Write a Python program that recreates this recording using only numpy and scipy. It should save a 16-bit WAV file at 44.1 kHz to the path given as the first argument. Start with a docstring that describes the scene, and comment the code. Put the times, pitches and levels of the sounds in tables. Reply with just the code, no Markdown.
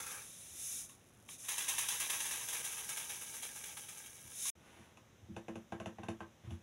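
"""Fine grains patter off a spoon into one tall plastic tub, then a second, on a stone kitchen counter.
Each grain ticks on the plastic and drums on the tub floor; the second floor dulls as it is covered.
The spoon hisses through the grains between pours. After a 50 ms dropout a full plastic bottle is
brought in, tapped with the fingernails and picked up. One microphone, close by, in a small quiet room."""
import sys
import numpy as np
from scipy import signal
from scipy.fft import rfft, irfft
from scipy.io import wavfile
from scipy.ndimage import uniform_filter1d

SR = 44100
rng = np.random.default_rng(int(sys.argv[2]) if len(sys.argv) > 2 else 0)


def transcribe(signal):
    """Save signal, clipped to [-1, 1], as a 16-bit WAV file at the path in sys.argv[1]."""
    frames = np.atleast_2d(signal).T
    limited = np.clip(frames, -1, 1)
    pcm = np.round(limited * 32767).astype(np.int16)
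    wavfile.write(sys.argv[1], SR, pcm)


N = 291942
TIME = np.arange(N) / SR
RING = TIME[:SR // 2]  # time axis of one impact
DROPOUT_S = (4.502, 4.553)

# clumps shaken off the spoon: (time [s], level [dB], landing time [s])
SHAKES = [(0, -43.5, .005), (0.064, -44, 0.004), (.112, -48, 0.0063), (1.441, -53.5, 0.0081),
          (1.483, -35.5, 0.0063), (1.579, -36.5, 0.0048), (1.68, -34, 0.01), (1.779, -34.5, 0.0091),
          (1.884, -34, 0.0042), (1.997, -35.5, 0.0067), (2.097, -35, 0.0063), (2.136, -42.5, 0.0055),
          (2.202, -38, 0.0037), (2.253, -39, 0.0034), (2.309, -39, 0.0042), (2.485, -39, 0.0037),
          (2.526, -40.5, 0.012), (2.563, -43.5, 0.0083), (2.642, -40, 0.0084), (2.721, -47.5, 0.0082),
          (2.778, -47.5, 0.0035), (2.888, -40.5, 0.0075), (2.968, -41, 0.0067), (3.093, -42.5, 0.0054),
          (3.212, -46.5, 0.0099), (3.264, -61, 0.0044), (3.336, -48.5, 0.0084), (3.421, -44, 0.01),
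          (3.556, -47, 0.0043), (3.638, -45, 0.0036), (3.766, -48, 0.009), (3.882, -49.5, .011),
          (3.972, -49, 0.0017), (4.055, -54.5, 0.0084)]
# tick of a grain on plastic: (frequency [Hz], level [dB])
TICK_COLOUR = [(2590, -48), (4400, -20), (5580, -6), (6080, 0.5), (7890, -7.5), (10200, 0), (11300, -2.5),
               (13300, -19.5), (13700, -15.5), (15100, -17.5), (16000, -5.5)]
# hiss of rubbing grains or cloth: (frequency [Hz], level [dB])
FRICTION_COLOUR = [(2590, -54), (4400, -30), (4620, -19), (5010, -10), (6180, 2), (7310, -1.5), (7930, -6),
                   (10100, 3), (11000, 0), (13600, -19), (15200, -14), (16000, -13.5)]
# crack of the second tub's bare floor, also used for spoon knocks: (frequency [Hz], level [dB])
BARE_COLOUR = [(180, -45), (300, -2), (356, -8.5), (559, -11.5), (678, -26), (743, -12), (986, 0.5),
               (1400, -6), (1640, -5.5), (1950, 7), (2700, 12), (3930, 4.5), (4500, -31), (5850, -31),
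               (9900, -120)]


def undb(db):
    """Decibels to gain."""
    return 10 ** (np.asarray(db) / 20)


def unit(x):
    """Scale to rms 1."""
    return x / np.sqrt(np.mean(x ** 2))


def unit_energy(x):
    """Scale a response so that it passes white noise at the same level."""
    return x / np.sqrt(np.sum(x ** 2))


def curve(rows):
    """Gain from a (time [s], level [dB]) curve, silent outside it."""
    s, db = np.transpose(rows)
    return undb(np.interp(TIME, s, db, left=-200, right=-200))


def add(out, s, sound):
    """Mix a sound in at time s."""
    start = max(int(s * SR), 0)
    out[start:start + len(sound)] += sound[:N - start]


def through(x, response):
    """Pass a sound through an impulse response."""
    return signal.fftconvolve(x, response)[:len(x)]


def colour(points, size=4096):
    """Minimum-phase response with the given (frequency [Hz], level [dB]) spectrum."""
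    hz, db = np.transpose(points)
    grid = np.maximum(np.arange(size // 2 + 1) * SR / size, 1)
    gain = undb(np.interp(np.log(grid), np.log(hz), db))
    cepstrum = irfft(np.log(gain))
    cepstrum[1:size // 2] *= 2
    cepstrum[size // 2 + 1:] = 0
    return unit_energy(irfft(np.exp(rfft(cepstrum))))


def noise(points, count=N):
    """Coloured noise of rms 1."""
    return unit(through(rng.standard_normal(count), colour(points)))


def decay(t60):
    """Gain that falls 60 dB in t60 seconds."""
    return np.exp(-np.log(1000) * RING / t60)


def burst(points, t60):
    """Dense overtones of a blow, as dying noise."""
    return noise(points, count=len(RING)) * decay(t60)


def struck(sound, db, count=1300):
    """Set the level of the first 30 ms of a blow."""
    return undb(db) * sound / np.sqrt(np.mean(sound[:count] ** 2))


def ring(modes, rise_s, detune, centre_hz=1, fall_db=0):
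    """Modes swell and die away; the spot hit favours those near centre_hz, by fall_db an octave."""
    hz, db, t60 = np.transpose(modes)[:, :, None]
    size, tuning, phase = rng.standard_normal((3, len(modes), 1))
    waves = np.sin(2 * np.pi * (hz * (1 + detune * tuning) * RING + phase))
    gain = undb(db + 2 * size - fall_db * np.abs(np.log2(hz / centre_hz)))
    return (gain * waves * decay(t60)).sum(0) * (1 - np.exp(-RING / rise_s))


def shell(points, peaks, ring_db):
    """Response of a thin shell to one grain: a broad crack and its ringing."""
    crack = colour(points)
    t = RING[:len(crack)]
    ringing = sum(undb(db) * width * np.exp(-np.pi * width * t) * np.cos(2 * np.pi * hz * t)
                  for hz, width, db in peaks)
    return unit_energy(crack + undb(ring_db) * unit_energy(ringing))


def impacts(gain, most_per_s, spread_db):
    """Random impacts whose rms follows gain; a thinner stream has fewer of them."""
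    chance = np.clip(most_per_s / SR * np.sqrt(gain / gain.max()), 1e-4, 1)
    sizes = unit(rng.standard_normal(N) * undb(spread_db * rng.standard_normal(N)))
    return gain * sizes * (rng.random(N) < chance) / np.sqrt(chance)


def stroke(start, attack_s, hold_s, release_s, db):
    """Gain of one hand movement: it speeds up, holds and slows down smoothly."""
    up = np.clip((TIME - start) / attack_s, 0, 1)
    down = np.clip((start + attack_s + hold_s + release_s - TIME) / release_s, 0, 1)
    return undb(db) * np.sin(np.pi / 2 * up * down) ** 2


def room_tone():
    """The quiet kitchen: a low rumble under a faint hiss."""
    # spectra of the two: (frequency [Hz], level [dB])
    rumble_colour = [(15, -44), (25, -10), (108, -2), (183, -6), (210, -6.5), (339, -11.5), (367, -9.5),
                     (402, -13.5), (539, -12.5), (592, -13.5), (1000, -19), (1300, -59), (2200, -120)]
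    hiss_colour = [(590, -44), (1000, -14.5), (1080, -4.5), (1260, -7), (1340, -6.5), (1450, -7),
                   (3800, -11), (4520, -23), (4840, -19), (6180, -10), (8070, -21), (12400, -21),
                   (13400, -41), (14900, -19), (16000, -51)]
    return undb(-65.5) * noise(rumble_colour) + undb(-71) * noise(hiss_colour)


def kitchen(x, wet_db, t60):
    """Direct sound at the microphone and a short tail from counter and walls."""
    tail = rng.standard_normal(len(RING)) * decay(t60) * (1 - np.exp(-RING / 0.0085))
    return x + undb(wet_db) * through(x, unit_energy(tail))


def brushes():
    """Sleeve and bottle brush along as the hand comes and goes; the cloth adds a thin swish."""
    # hand movements: (start [s], attack [s], hold [s], release [s], level [dB], relative swish [dB])
    movements = [(4.499, 0.22, 0.037, 0.27, -64.5, -10), (6.43, 0.014, 0.034, .03, -65, -29),
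                 (6.492, 0.014, 0.0088, 0.082, -63.5, -12)]
    # spectrum of the rub: (frequency [Hz], level [dB])
    rub_colour = [(150, -23), (250, -8), (414, -9), (493, -10.5), (1260, -11), (1350, -20), (1450, -10),
                  (1580, -14), (2670, -15.5), (3650, -19), (4650, -31), (6250, -24), (8120, -38),
                  (10500, -29), (16000, -55)]
    out = np.zeros(N)
    for *movement, swish_db in movements:
        gain = stroke(*movement)
        rub = through(impacts(gain, most_per_s=9000, spread_db=2), colour(rub_colour))
        out += rub + undb(swish_db) * gain * noise(FRICTION_COLOUR)
    return out


def bottle():
    """A nail clicks, the thin wall knocks, the liquid behind it booms a little later, the base thuds."""
    # finger taps: (time [s], level [dB], favoured wall frequency [Hz], relative nail click [dB])
    taps = [(4.972, -65, 1270, -2.5), (5.3645, -49.5, 650, -10), (5.4827, -48.5, 573, -14),
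            (5.5559, -51.5, 550, -10.5), (5.7216, -45, 730, -17.5), (5.8, -48.5, 670, -12),
            (5.8586, -46.5, 620, -10.5), (5.984, -52, 650, -19), (6.033, -51.5, 850, -11.5),
            (6.085, -44.5, 576, -10.5), (6.205, -48, 1060, -18.5), (6.507, -62.5, 696, -3)]
    # soft bumps of hand and bottle: (time [s], level [dB], rise [s])
    bumps = [(4.245, -62.5, 0.0091), (4.572, -73, 0.0046), (4.79, -65, 0.0032), (5.215, -56.5, 0.066),
             (5.285, -54, 0.0051), (5.302, -54.5, 0.0031), (6.435, -55, 0.012), (6.47, -47, 0.022),
             (6.511, -43, 0.0097)]
    # modes of the full body, wall, nail and base: (frequency [Hz], level [dB], t60 [s])
    body_modes = [(107, -7.5, 0.32), (185.3, -2, 0.44), (221.2, -0.5, 0.21), (338, -3, 0.17)]
    wall_modes = [(426, -3.5, 0.076), (457, -6.5, 0.16), (530, -9, 0.079), (608, -11, 0.098),
                  (650, -3.5, 0.062), (730, 2.5, 0.036), (826, -3, 0.053), (896, -1, 0.038),
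                  (1046, -10.5, 0.1), (1080, -2, 0.04), (1270, -13, 0.17), (1570, 0, 0.046),
                  (1554, -2, 0.042), (1580, -8, 0.097)]
    nail_modes = [(1910, -22, 0.06), (2490, -6, 0.02), (2670, 15, 0.0096), (2910, -3, 0.021),
                  (3540, 1, 0.017), (3740, -12, 0.036)]
    thud_modes = [(86, -5.5, 0.13), (110.1, -1.5, 0.16)]
    # dense overtones of wall and nail: (frequency [Hz], level [dB])
    knock_colour = [(180, -17.5), (300, -1), (557, -9.5), (745, -16), (944, -14.5), (1090, -11),
                    (1400, -13.5), (1600, -11.5), (2240, -18), (3480, -24.5), (4400, -38), (5720, -56),
                    (9680, -120)]
    nail_colour = [(2590, -24), (4400, -9), (4880, -14), (6020, 1.5), (6560, -2), (7230, -3.5),
                   (8100, -14.5), (10100, -5), (13500, -34), (16000, -31)]
    out = np.zeros(N)
    for s, db, wall_hz, nail_db in taps:
        boom_db = -8.5 * np.log2(wall_hz / 650)  # less boom where the wall is stiff and sounds high
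        boom = struck(ring(body_modes, rise_s=0.0064, detune=0.0044), db + boom_db)
        wall = ring(wall_modes, rise_s=0.0018, detune=0.012, centre_hz=wall_hz, fall_db=9.5)
        knock = struck(unit(wall) + undb(-6.5) * unit(burst(knock_colour, t60=0.16)), db)
        click = struck(ring(nail_modes, rise_s=0.00049, detune=0.021), db + nail_db)
        tick = struck(burst(nail_colour, t60=0.08), db + nail_db - 6.5)
        thud = struck(ring(thud_modes, rise_s=0.0059, detune=0.01), db - 7.5)
        add(out, s, boom + knock + click + tick + thud)
    for s, db, rise_s in bumps:
        firmness = 0.0057 / rise_s  # softer bumps boom less
        thud = struck(ring(thud_modes, rise_s, detune=0.003), db)
        boom = firmness * struck(ring(body_modes, rise_s, detune=0.0094), db)
        add(out, s, thud + boom * np.exp(-RING / 0.085))  # the hand damps the wall
    return out


def strays():
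    """Loose grains drop while the loaded spoon is carried over."""
    carrying = 1. * ((TIME > 0.95) & (TIME < 1.29))
    return undb(-71) * through(impacts(carrying, most_per_s=900, spread_db=2), colour(TICK_COLOUR))


def scoops():
    """Grains rub past each other round the spoon: a smooth hiss over a hollow body, and a few knocks."""
    # spoon strokes: (start [s], attack [s], hold [s], release [s], hiss [dB], relative body [dB])
    movements = [(0.19, 0.075, 0.28, 0.14, -54.5, -10), (0.52, .16, 0.076, 0.16, -43.5, -14.5),
                 (0.887, 0.0038, .004, 0.095, -59, -9), (1.273, 0.031, 0.02, 0.073, -51.5, -9),
                 (1.371, 0.028, 0.067, 0.088, -52.5, -12.5), (4.258, 0.28, 0.036, .01, -38.5, -12),
                 (4.442, 0.034, 0.015, 0.0087, -51, -3)]
    # hollow body of the spoon in its packet: (frequency [Hz], level [dB])
    body_colour = [(290, -96), (500, -13), (637, -36), (667, -13), (1020, -18), (1480, -14.5), (3750, -2),
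                   (4600, -30), (5980, -49), (10100, -120)]
    # its resonances: (frequency [Hz], width [Hz], level [dB])
    body_peaks = [(1080, 370, -20), (1700, 150, -6), (2320, 200, 7), (3300, 270, -26), (3820, 470, 7)]
    # the spoon knocks the packet: (time [s], level [dB], damping time [s])
    knocks = [(0.895, -66.5, 0.079), (1.012, -77, .01), (1.289, -57, 0.0039), (4.455, -55, 0.057)]
    # modes of a knock: (frequency [Hz], level [dB], t60 [s])
    knock_modes = [(970, 3, 0.073), (1100, 0, 0.18), (1160, -4, 0.3), (1740, -2, .06), (2380, -8, 0.027),
                   (2840, -5, .04), (3820, 0, 0.031)]
    hiss_gain = sum(stroke(*movement) for *movement, _ in movements)
    body_gain = sum(stroke(*movement) * undb(body_db) for *movement, body_db in movements)
    body = through(body_gain * rng.standard_normal(N), shell(body_colour, body_peaks, ring_db=-7))
    out = hiss_gain * noise(FRICTION_COLOUR) + body
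    for s, db, damping_s in knocks:
        ringing = unit(ring(knock_modes, rise_s=0.00085, detune=0.029))
        crack = undb(-0.5) * unit(burst(BARE_COLOUR, t60=0.035))
        add(out, s, struck((ringing + crack) * np.exp(-RING / damping_s), db))
    return out


def spurts(depth_db, size=900):
    """Gain of an uneven flow: random levels held about 20 ms and smoothed."""
    held = np.repeat(rng.standard_normal(N // size + 1), size)[:N]
    return undb(depth_db * uniform_filter1d(held, size))


def stalls(depth_db, lift_s=0.018):
    """Gain of the trickle: it thins as the spoon is lifted, lift_s before each shake."""
    lifted = np.zeros(N)
    lift = np.sin(np.pi / 2 * np.minimum(RING / lift_s, 2)) ** 2
    for s, *_ in SHAKES:
        if s > 2 * lift_s:
            add(lifted, s - 2 * lift_s, lift)
    return undb(depth_db * np.minimum(lifted, 1))


def clumps(softness, bounce_s, bounce_db=-1.5, scatter_s=0.034):
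    """Power of the shaken clumps: each lands at once, then its grains bounce and scatter."""
    power = np.zeros(N)
    bouncing = (1 - np.exp(-RING / bounce_s)) ** 2 * np.exp(-RING / scatter_s)
    for s, db, land_s in SHAKES:
        age = RING / (softness * land_s)
        landing = age ** 2 * np.exp(2 - 2 * age)
        add(power, s, undb(db) ** 2 * (landing + undb(bounce_db) * bouncing))
    return power


def tub_floor(blows, points, peaks, ring_db, spot_db=3, detune=0.024, spot_count=8):
    """The stream wanders over a tub floor; each spot favours other resonances and loads them a little."""
    hold = SR // 25
    spots = np.repeat(rng.integers(0, spot_count, N // hold + 1), hold)[:N]
    out = np.zeros(N)
    for spot in range(spot_count):
        offsets = rng.standard_normal((len(peaks), 2))
        favoured = [(hz * (1 + detune * tuning), width, db + spot_db * size)
                    for (hz, width, db), (tuning, size) in zip(peaks, offsets)]
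        out += through(blows * (spots == spot), shell(points, favoured, ring_db))
    return out


def pours():
    """Trickle and clumps tick on the plastic and drum on the floor of one tub, then of the other."""
    # trickle off the spoon, one curve for each tub: (time [s], level [dB])
    trickles = [
        [(0, -56.5), (.09, -50.5), (.22, -50.5), (.27, -62)],
        [(1.42, -59), (1.53, -45.5), (2.25, -44), (2.8, -46.5), (3.3, -48.5), (3.9, -53), (4.1, -56.5),
         (4.34, -54.5)],
    ]
    # crack of a grain on the first floor and on the covered second: (frequency [Hz], level [dB])
    first_colour = [(180, -23.5), (300, -18), (504, -13), (649, -29), (789, -11), (1030, -10.5), (1250, -2),
                    (1450, -13), (1630, 0), (1830, -4), (3650, -3.5), (4700, -34), (6110, -30),
                    (10300, -120)]
    covered_colour = [(180, -34.5), (300, -10.5), (467, -4), (678, -11.5), (921, 2), (1080, -20),
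                      (1220, -2.5), (1450, -8), (1640, 5), (1820, -10.5), (2250, 4.5), (3840, -3),
                      (4500, -43), (5850, -25), (9900, -120)]
    # resonances of the two floors: (frequency [Hz], width [Hz], level [dB])
    first_peaks = [(530, 66, -1.5), (890, 150, -2), (1260, 150, 3.5), (1330, 44, 0), (1600, 120, 1),
                   (2070, 240, 1), (2430, 57, 6), (3370, 75, 4.5), (3550, 140, -21)]
    second_peaks = [(950, 97, -6), (1026, 150, 4), (1270, 120, -4.5), (1648, 100, 10.5), (1700, 71, 2),
                    (2234, 26, 12), (2430, 22, -4), (2447, 31, 12.5), (2510, 70, 10.5), (2860, 22, -8),
                    (2940, 19, 3), (3253, 99, 10), (3500, 51, 1), (3866, 60, 8.5)]
    in_first = TIME < 1
    cover = np.interp(TIME, (1.9, 3.4), (0, 1))  # share of the second floor under grains
    flow = sum(curve(rows) for rows in trickles) * spurts(depth_db=1)
    tick_flow = flow * stalls(depth_db=-1.5)
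    drum_flow = flow * stalls(depth_db=-7) * undb(-5.5 - 4 * cover)  # the layer cushions the trickle
    # the floor answers the first impact; the ticking builds as grains hit each other
    tick_power = tick_flow ** 2 + clumps(softness=0.92, bounce_s=0.0072)
    drum_power = drum_flow ** 2 + undb(-5) ** 2 * clumps(softness=0.75, bounce_s=0.014)
    ticks = impacts(np.sqrt(tick_power), most_per_s=28000, spread_db=-0.5)
    blows = impacts(np.sqrt(drum_power), most_per_s=6500, spread_db=-1)
    first = undb(0.5) * tub_floor(blows * in_first, first_colour, first_peaks, ring_db=1)
    # more and more grains land on the growing layer, which dulls the floor
    on_layer = rng.random(N) < cover
    bare = tub_floor(blows * ~in_first * ~on_layer, BARE_COLOUR, second_peaks, ring_db=-1.5)
    covered = tub_floor(blows * on_layer, covered_colour, second_peaks, ring_db=-4.5)
    return through(ticks, colour(TICK_COLOUR)) + first + bare + covered


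def scene():
    """Grains, then the bottle, close by over the room tone, the same in both channels."""
    pouring = kitchen(pours() + scoops() + strays(), wet_db=-9.5, t60=0.069)
    pouring *= TIME < np.mean(DROPOUT_S)
    handling = kitchen(bottle() + brushes(), wet_db=-5, t60=0.16)
    return np.tile(pouring + handling + room_tone(), (2, 1))


def record(dry):
    """The microphone thins the deep bass; the sound drops out before the bottle; the top is cut."""
    low_cut = signal.butter(3, 53, "high", fs=SR, output="sos")
    top_cut = signal.ellip(12, 0.2, 80, 15750, fs=SR, output="sos")
    live = (TIME < DROPOUT_S[0]) | (TIME > DROPOUT_S[1])
    gate = uniform_filter1d(1. * live, size=130)  # 3 ms fades
    return signal.sosfilt(top_cut, signal.sosfilt(low_cut, dry) * gate)


dry = scene()
out = record(dry)
transcribe(out)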